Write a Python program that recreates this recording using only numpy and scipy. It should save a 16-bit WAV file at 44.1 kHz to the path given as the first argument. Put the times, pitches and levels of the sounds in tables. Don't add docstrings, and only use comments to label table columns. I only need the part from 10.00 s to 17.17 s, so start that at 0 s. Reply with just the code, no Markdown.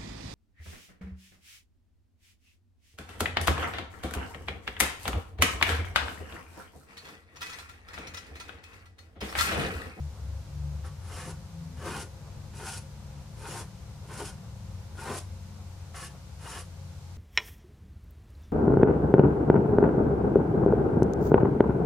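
import sys
import numpy as np
from scipy import signal
from scipy.fft import rfft, irfft, next_fast_len
from scipy.io import wavfile
from scipy.ndimage import uniform_filter1d

SR = 44100
rng = np.random.default_rng(int(sys.argv[2]) if len(sys.argv) > 2 else 0)


def persist_wave(psi):
    counts = np.round(np.clip(psi, -1, 1) * 32767).astype(np.int16)
    wavfile.write(sys.argv[1], SR, np.atleast_2d(counts).T)


N = 316197

# touch t/s, full contact t/s, lift t/s, push level/dB at full contact and at lift, crumbling
# level/dB at full contact and at lift, flex gain/dB, bite gain/dB, start and end x/board width
STROKES = [(0.837, 0.843, 0.88, -50, -53, -61.5, -61, -4.5, -6, 0.45, 0.48),
           (1.008, 1.127, 1.313, -50, -52.5, -53.5, -52.5, -1.5, 0, 0.39, 0.65),
           (1.763, 1.871, 2.027, -44.5, -50, -51, -49, 1.5, 0, 0.43, 0.77),
           (2.529, 2.54, 2.783, -59.5, -55, -56.5, -47, -1.5, 2, 0.52, 0.75),
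           (3.359, 3.46, 3.616, -49, -47, -50.5, -48, 0, -1.5, 0.59, 0.83),
           (4.03, 4.127, 4.298, -50.5, -54.5, -52, -49.5, -2.5, -0.5, 0.67, 0.74),
           (4.949, 5.063, 5.185, -43, -45, -49.5, -44.5, -0.5, -5.5, 0.7, 0.94),
           (5.933, 5.944, 6.07, -54, -55, -51, -50, -5.5, 5, 0.41, 0.39),
           (6.384, 6.46, 6.61, -49, -53, -50.5, -50, -3, 2.5, 0.53, 0.36)]
# t/s, decay time/s, added push/dB, flex/dB, bite/dB, crumbling/dB
DIGS = [(0.855, 0.011, 3, 0, -5, 0), (1.11, .03, 3, -3, 1, 0), (1.209, 0.042, 1.5, 0, 5, 2),
        (1.276, .035, 1, 6, -3, -0.5), (1.858, 0.036, 7, 0, -13, 2), (1.96, 0.032, 6.5, -4, -2, 0),
        (2.011, 0.014, -3.5, 6, 10, 2.5), (2.533, 0.017, -1, 13, 8, -5), (2.6, 0.017, 8, 4, 1, -2),
        (2.639, 0.027, 4, 8, 0, 1), (2.678, 0.051, 9, -14, -3.5, 6.5), (3.456, 0.014, 7, -16, -10, -2),
        (3.512, 0.025, -2.8, 4, 9.5, 0.5), (3.538, 0.031, 4, -1.5, -9, 1), (3.596, 0.01, -5, 0, -10, 2.5),
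        (4.045, 0.029, -3, 14, -11, -13), (4.101, 0.02, 3.5, 5, -3, -6), (4.197, .016, 9, -2, -5, 2.5),
        (4.218, 0.019, 1.5, 9.5, -5, -1), (4.235, .03, 0, 5, 0, 1.5), (5.015, 0.032, 1.5, -6, 3, 4),
        (5.045, 0.033, 1, 0, -4, -1.5), (4.982, 0.024, 1, 4.5, 8, 1), (5.102, 0.036, 1.5, 4, -5, -3),
        (5.19, 0.018, -9, -2, 4, 3), (5.952, 0.0044, 5.5, -1, -2, -2), (6.0, .012, 1, -7, 3, -1),
        (6.025, 0.02, 5.5, 7, -1.5, 2.5), (6.465, 0.013, 9, -16, -11, -4), (6.484, 0.0088, -1, -1, -7, -3),
        (6.567, 0.012, 10.5, -10, -9, -0.5), (6.581, 0.013, 4, 3, -1, 0.5)]
# t/s, level/dB
SNAGS = [(5.945, -23), (6.463, -12), (6.477, -17), (6.562, -21), (6.579, -25)]
# f/Hz, coherence
STROKE_COHERENCE = [(60, 1), (180, 1), (550, 0.98), (1650, 0.88), (4970, 0.627), (15000, 0.15)]
# f/Hz, left minus right level/dB
STROKE_BALANCE = [(60, 8), (180, 3.5), (550, 2.5), (1650, 0.5), (4970, 0.5), (15000, -0.5)]


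def strokes():
    out = np.zeros((2, N))
    for touch, full, lift, push_full, push_lift, crumb_full, crumb_lift, flex, bite, *path in STROKES:
        t = np.arange(touch, lift + 0.36, 1 / SR)
        place = np.interp(t, (full - .03, lift + 0.011), path) + 0.035 * wander(len(t), 0.045)
        dig_push, dig_flex, dig_bite, dig_crumble = sum(
            np.outer(extra_db, pulse(t, at, np.where(t < at, 0.59 * decay, decay)))
            for at, decay, *extra_db in DIGS)
        push_db = dig_push + contact(t, full, lift, push_full, push_lift, step_db=-4, fall_db_per_s=313)
        crumble_db = dig_crumble + contact(t, full + 0.016, lift, crumb_full, crumb_lift,
                                           step_db=-5.5, fall_db_per_s=278)
        flex_db = flex + dig_flex + 1.2 * wander(len(t), 0.041)
        bite_db = bite + dig_bite + 1.2 * wander(len(t), 0.041)
        judder = gain_of(0.42 * wander(len(t), 0.0091))
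        knocks = sum(gain_of(db) * pulse(t, at, width_s=0.00013) for at, db in SNAGS)
        start = round(t[0] * SR)
        for channel in out:
            channel[start:start + len(t)] += (scrape(push_db, flex_db, bite_db, place, judder, knocks)
                                              + crumbling(crumble_db, place, judder))
    return stereo(*(out + gain_of(-10.5) * reflections(out)), STROKE_COHERENCE, STROKE_BALANCE)


def contact(t, full, lift, full_db, lift_db, step_db, fall_db_per_s):
    level_db = np.interp(t, (t[0], full, lift, lift + .013),
                         (full_db - 18, full_db, lift_db, lift_db + step_db))
    onset_db = -30 * np.exp(-(t - t[0]) / 0.0019)
    return level_db + onset_db - fall_db_per_s * np.maximum(t - lift, 0)


# f/Hz, bandwidth/Hz, level/dB, half wavelengths across the board, antinode x/board width
BOARD_MODES = [(211, 30, -6, 0.96, 0.84), (299, 36, -6, 1.5, 0.61), (351, 24, 5, 0.63, 0.99),
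               (401, 40, -4.5, 0.41, .75), (503.5, 24, 7.5, 0.47, -.3), (596, 34, 0, 0.78, -.1),
               (701, 39, -4, 0.98, 0.08), (790, 39, -5, 2, 0.76), (911.5, 31, -.5, 1.7, 0.64),
               (1011, 23, -2, 0.83, 0.97), (1138, 30, 4.5, 0.79, 0.16), (1297, 55, -1, 0.56, -.25),
               (1428, 34, 0, 1.93, 0.69), (1708, 70, -3.5, 0.48, -.12), (1885, 37, -14, .5, 0.4),
               (2034, 52, -8, .5, -.25), (2440, 55, -11, 2.5, 0.6), (2850, 40, -10, 0.83, 0.4)]
# f/Hz, relative spectral level/dB
RASP_SPECTRUM = [(250, -29), (400, 0), (800, 4.5), (1600, 9), (2000, -21), (3000, -30), (4000, -15),
                 (6000, -107)]


def scrape(push_db, flex_db, bite_db, place, judder, knocks):
    grains = ticks(len(place), per_s=8000, spread_db=0.32) * judder
    force = grains * gain_of(push_db + 20.5) + knocks
    board = ring(force * gain_of(flex_db), BOARD_MODES[:6], place)
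    board += ring(force, BOARD_MODES[6:11], place)
    board += ring(force * gain_of(bite_db), BOARD_MODES[11:], place)
    rasp = gain_of(push_db + 0.21 * bite_db - 7.5) * coloured(grains, RASP_SPECTRUM)
    return board + rasp


# f/Hz, relative spectral level/dB
GRIT_SPECTRUM = [(1470, -23), (2500, -6.5), (2720, -9.5), (2800, -3.5), (3030, -23), (3950, -9), (5400, -6),
                 (7440, -7), (10300, -4), (12200, -17), (15500, -99)]
# f/Hz, bandwidth/Hz, level/dB, half wavelengths, antinode x/board width
SHEET_MODES = [(3130, 110, 0, 4.3, 0.44), (3414, 60, -1, 7.8, 0.54), (4830, 100, -16, 3.9, 0.45),
               (5420, 140, -2.5, 5, 0.45), (6850, 160, -6, 6.2, 0.48), (7960, 270, -18, 6.8, 0.47),
               (9150, 220, -5, 5.2, 0.5), (10450, 220, -2, 4.3, 0.38)]


def crumbling(level_db, place, judder):
    dust = ticks(len(place), per_s=20000, spread_db=0.37) * judder ** .5
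    dust *= gain_of(1.5 * wander(len(place), 0.0077))
    grit = gain_of(level_db + 2.5) * coloured(dust, GRIT_SPECTRUM)
    return grit + ring(dust * gain_of(level_db + 6.0), SHEET_MODES, place, patch_db=4.5)


def ticks(count, per_s, spread_db):
    size = gain_of(spread_db * np.minimum(rng.exponential(1, count), 4)) * rng.standard_normal(count)
    return unit_rms(size * (rng.random(count) < per_s / SR))


def ring(force, modes, place, patch_db=1.5):
    out = np.zeros(len(place))
    for hz, width, db, half_waves, antinode in modes:
        catch = gain_of(patch_db * wander(len(place), .015))
        coupling = .22 + np.cos(np.pi * half_waves * (place - antinode)) ** 2
        out += gain_of(db) * resonate(force * catch * coupling, hz, width)
    return out


def reflections(x, reverb_s=0.11):
    t = np.arange(round(.25 * SR)) / SR
    taps = rng.choice([-1., 1.], (2, len(t))) * (rng.random((2, len(t))) < .04)
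    taps *= (t > .003) * gain_of(-60 * t / reverb_s)
    taps = signal.lfilter([1], [1, -.6], taps)
    return signal.fftconvolve(x, taps / np.linalg.norm(taps[0]), axes=1)[:, :N]


# start t/s, end t/s, start f/Hz, end f/Hz, start level/dB, end level/dB
ENGINE_TONES = [(-.15, .18, 74.3, 75.3, -34, -34), (.16, .46, 70.5, 70.5, -33.5, -34.5),
                (.5, .95, 72.7, 73.1, -32.5, -39), (-.2, .12, 146, 145, -33, -37),
                (.47, .82, 144.5, 146, -38, -37.5), (.8, 1.04, 146, 146, -44, -44),
                (.9, 1.27, 83.5, 84, -38, -44), (1.48, 2.2, 84.7, 83.5, -43, -50),
                (1.15, 1.44, 163.5, 164.5, -46, -45), (1.46, 1.77, 164.9, 163.9, -40.5, -40),
                (1.74, 2.1, 165.4, 164.5, -45, -52), (1.58, 1.88, 248, 250, -56, -53),
                (.2, .45, 98.7, 98.7, -43, -43), (1.5, 6.5, 71.5, 71.1, -54, -53),
                (-.1, 3, 99, 100.3, -50, -50), (1.05, 7.3, 143, 141.6, -51.5, -56),
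                (2.7, 4.95, 109.8, 109.5, -50, -49), (4.55, 6, 92.7, 90.6, -42.5, -44),
                (6.05, 6.48, 88.5, 90, -48, -46), (6.5, 7.3, 88.7, 89.2, -46, -43),
                (1, 3.4, 188.8, 188.4, -59, -60), (3.4, 4.9, 186, 184.5, -57, -55),
                (4.9, 7.3, 183, 176.2, -62, -60), (2.3, 3.6, 213, 210, -62, -63),
                (3.6, 5.8, 209, 206.2, -66, -58)]


def engines(swell_s=.19):
    out = np.zeros(N)
    for start, end, hz, end_hz, db, end_db in ENGINE_TONES:
        first, last = max(round(start * SR), 0), min(round(end * SR), N)
        t = np.arange(first, last) / SR
        wobble = 0.023 * wander(len(t) + SR, 0.045)[SR:]
        waver_db = 2.1 * np.clip(end - start - .4, 0, 1) * wander(len(t), 0.19)
        fade = np.sin(np.pi / 2 * np.clip(np.minimum(t - start, end - t) / swell_s, 0, 1))
        cycles = np.cumsum(np.interp(t, (start, end), (hz, end_hz))) / SR + rng.random() + wobble
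        level_db = np.interp(t, (start, end), (db, end_db)) + waver_db
        out[first:last] += np.sqrt(2) * fade * gain_of(level_db) * np.sin(2 * np.pi * cycles)
    return out * gain_of([[1.4], [-1.4]])


# f/Hz, relative spectral level/dB
RUMBLE_SPECTRUM = [(12, -67), (20, -33), (35, -16.5), (54, -5.5), (80, -1.5), (100, -6.5), (119, -9),
                   (150, -7.5), (177, -16), (214, -17.5), (237, -25.5), (393, -28), (527, -27.5),
                   (585, -29.5), (947, -30), (3000, -44), (3900, -88), (6600, -120)]
# t/s, level/dB
RUMBLE_ENVELOPE = [(0, -45.5), (3.5, -45.5), (7.17, -47.5)]
# f/Hz, bandwidth/Hz, level/dB
ROOM_HUMS = [(334, 46, -73.5), (533, 16, -65), (685, 67, -69), (832, 21, -70), (926.5, 31, -71),
             (1060, 36, -94), (1370, 54, -82)]
# f/Hz, coherence
RUMBLE_COHERENCE = [(60, 1), (180, 0.83), (550, 0.63), (1650, 0.46), (4970, 0.06), (15000, 0.08)]


def rumble():
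    level = gain_of(np.interp(np.arange(N) / SR, *np.transpose(RUMBLE_ENVELOPE)) + 0.8 * wander(N, 0.079))
    pair = []
    for noise in rng.standard_normal((2, N)):
        hums = sum(gain_of(db) * unit_rms(resonate(noise[::-1], hz, width)) for hz, width, db in ROOM_HUMS)
        pair.append(level * coloured(noise, RUMBLE_SPECTRUM) + hums)
    return stereo(*pair, RUMBLE_COHERENCE, balance=[(60, 2.3), (300, 3.1), (1500, 2.4)])


# t/s, level/dB, 1/e half-width/s
HAND_BRUSHES = [(0.178, -60, 0.028), (2.277, -56, 0.016), (4.038, -57, 0.014), (4.93, -70, 0.017),
                (6.152, -56, 0.0164), (3.9, -62, .03), (4.45, -62, .03), (5.6, -62, .03)]


def brushing():
    t = np.arange(N) / SR
    band = coloured(rng.standard_normal(N), [(250, -17), (450, 6.5), (1300, 0.5), (2200, -34)])
    brushes = sum(gain_of(db) * pulse(t, at, width) for at, db, width in HAND_BRUSHES)
    stir = gain_of(-72.0 + 3.0 * wander(N, 0.061))
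    return (stir + brushes) * band * gain_of([[1], [-1]])


# f/Hz, relative spectral level/dB
HISS_SPECTRUM = [(880, -22), (1500, -2), (1750, -11), (2030, -5), (3030, -4.5), (4100, -2.5), (6180, -3),
                 (15000, -16.5), (15500, -44)]


def hiss():
    return gain_of(-59.5) * coloured(rng.standard_normal((2, N)), HISS_SPECTRUM)


def stereo(a, b, coherence, balance):
    common = filtered(a, lambda hz: np.sqrt((1 + curve_at(coherence, hz)) / 2))
    apart = filtered(b, lambda hz: np.sqrt((1 - curve_at(coherence, hz)) / 2))
    return np.array([filtered(common + side * apart, lambda hz: gain_of(side * curve_at(balance, hz) / 2))
                     for side in (1, -1)])


def resonate(x, hz, width):
    r = np.exp(-np.pi * width / SR)
    return signal.lfilter([1, 0, -1], [1, -2 * r * np.cos(2 * np.pi * hz / SR), r * r], x) * (1 - r * r) / 2


def coloured(x, spectrum):
    return unit_rms(filtered(x, lambda hz: gain_of(curve_at(spectrum, hz))))


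def filtered(x, gain):
    size = next_fast_len(x.shape[-1])
    return irfft(rfft(x, size) * gain(np.fft.rfftfreq(size, 1 / SR)), size)[..., :x.shape[-1]]


def curve_at(points, hz):
    f, value = np.transpose(points)
    return np.interp(np.log(hz + 1), np.log(f + 1), value)


def wander(count, seconds):
    size = max(round(seconds * SR), 1)
    return unit_rms(uniform_filter1d(uniform_filter1d(rng.standard_normal(count), size), size))


def pulse(t, at, width_s):
    return np.exp(-((t - at) / width_s) ** 2)


def unit_rms(x):
    return x / np.sqrt(np.mean(x ** 2) + 1e-20)


def gain_of(db):
    return 10 ** (np.asarray(db) / 20)


def scene():
    return strokes() + engines() + rumble() + brushing() + hiss()


def record(dry, cutoff_hz=15690):
    lowpass = signal.firwin(2047, cutoff_hz, window=("kaiser", 9), fs=SR)
    return signal.oaconvolve(dry, lowpass[None], "same")


dry = scene()
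out = record(dry)
persist_wave(out)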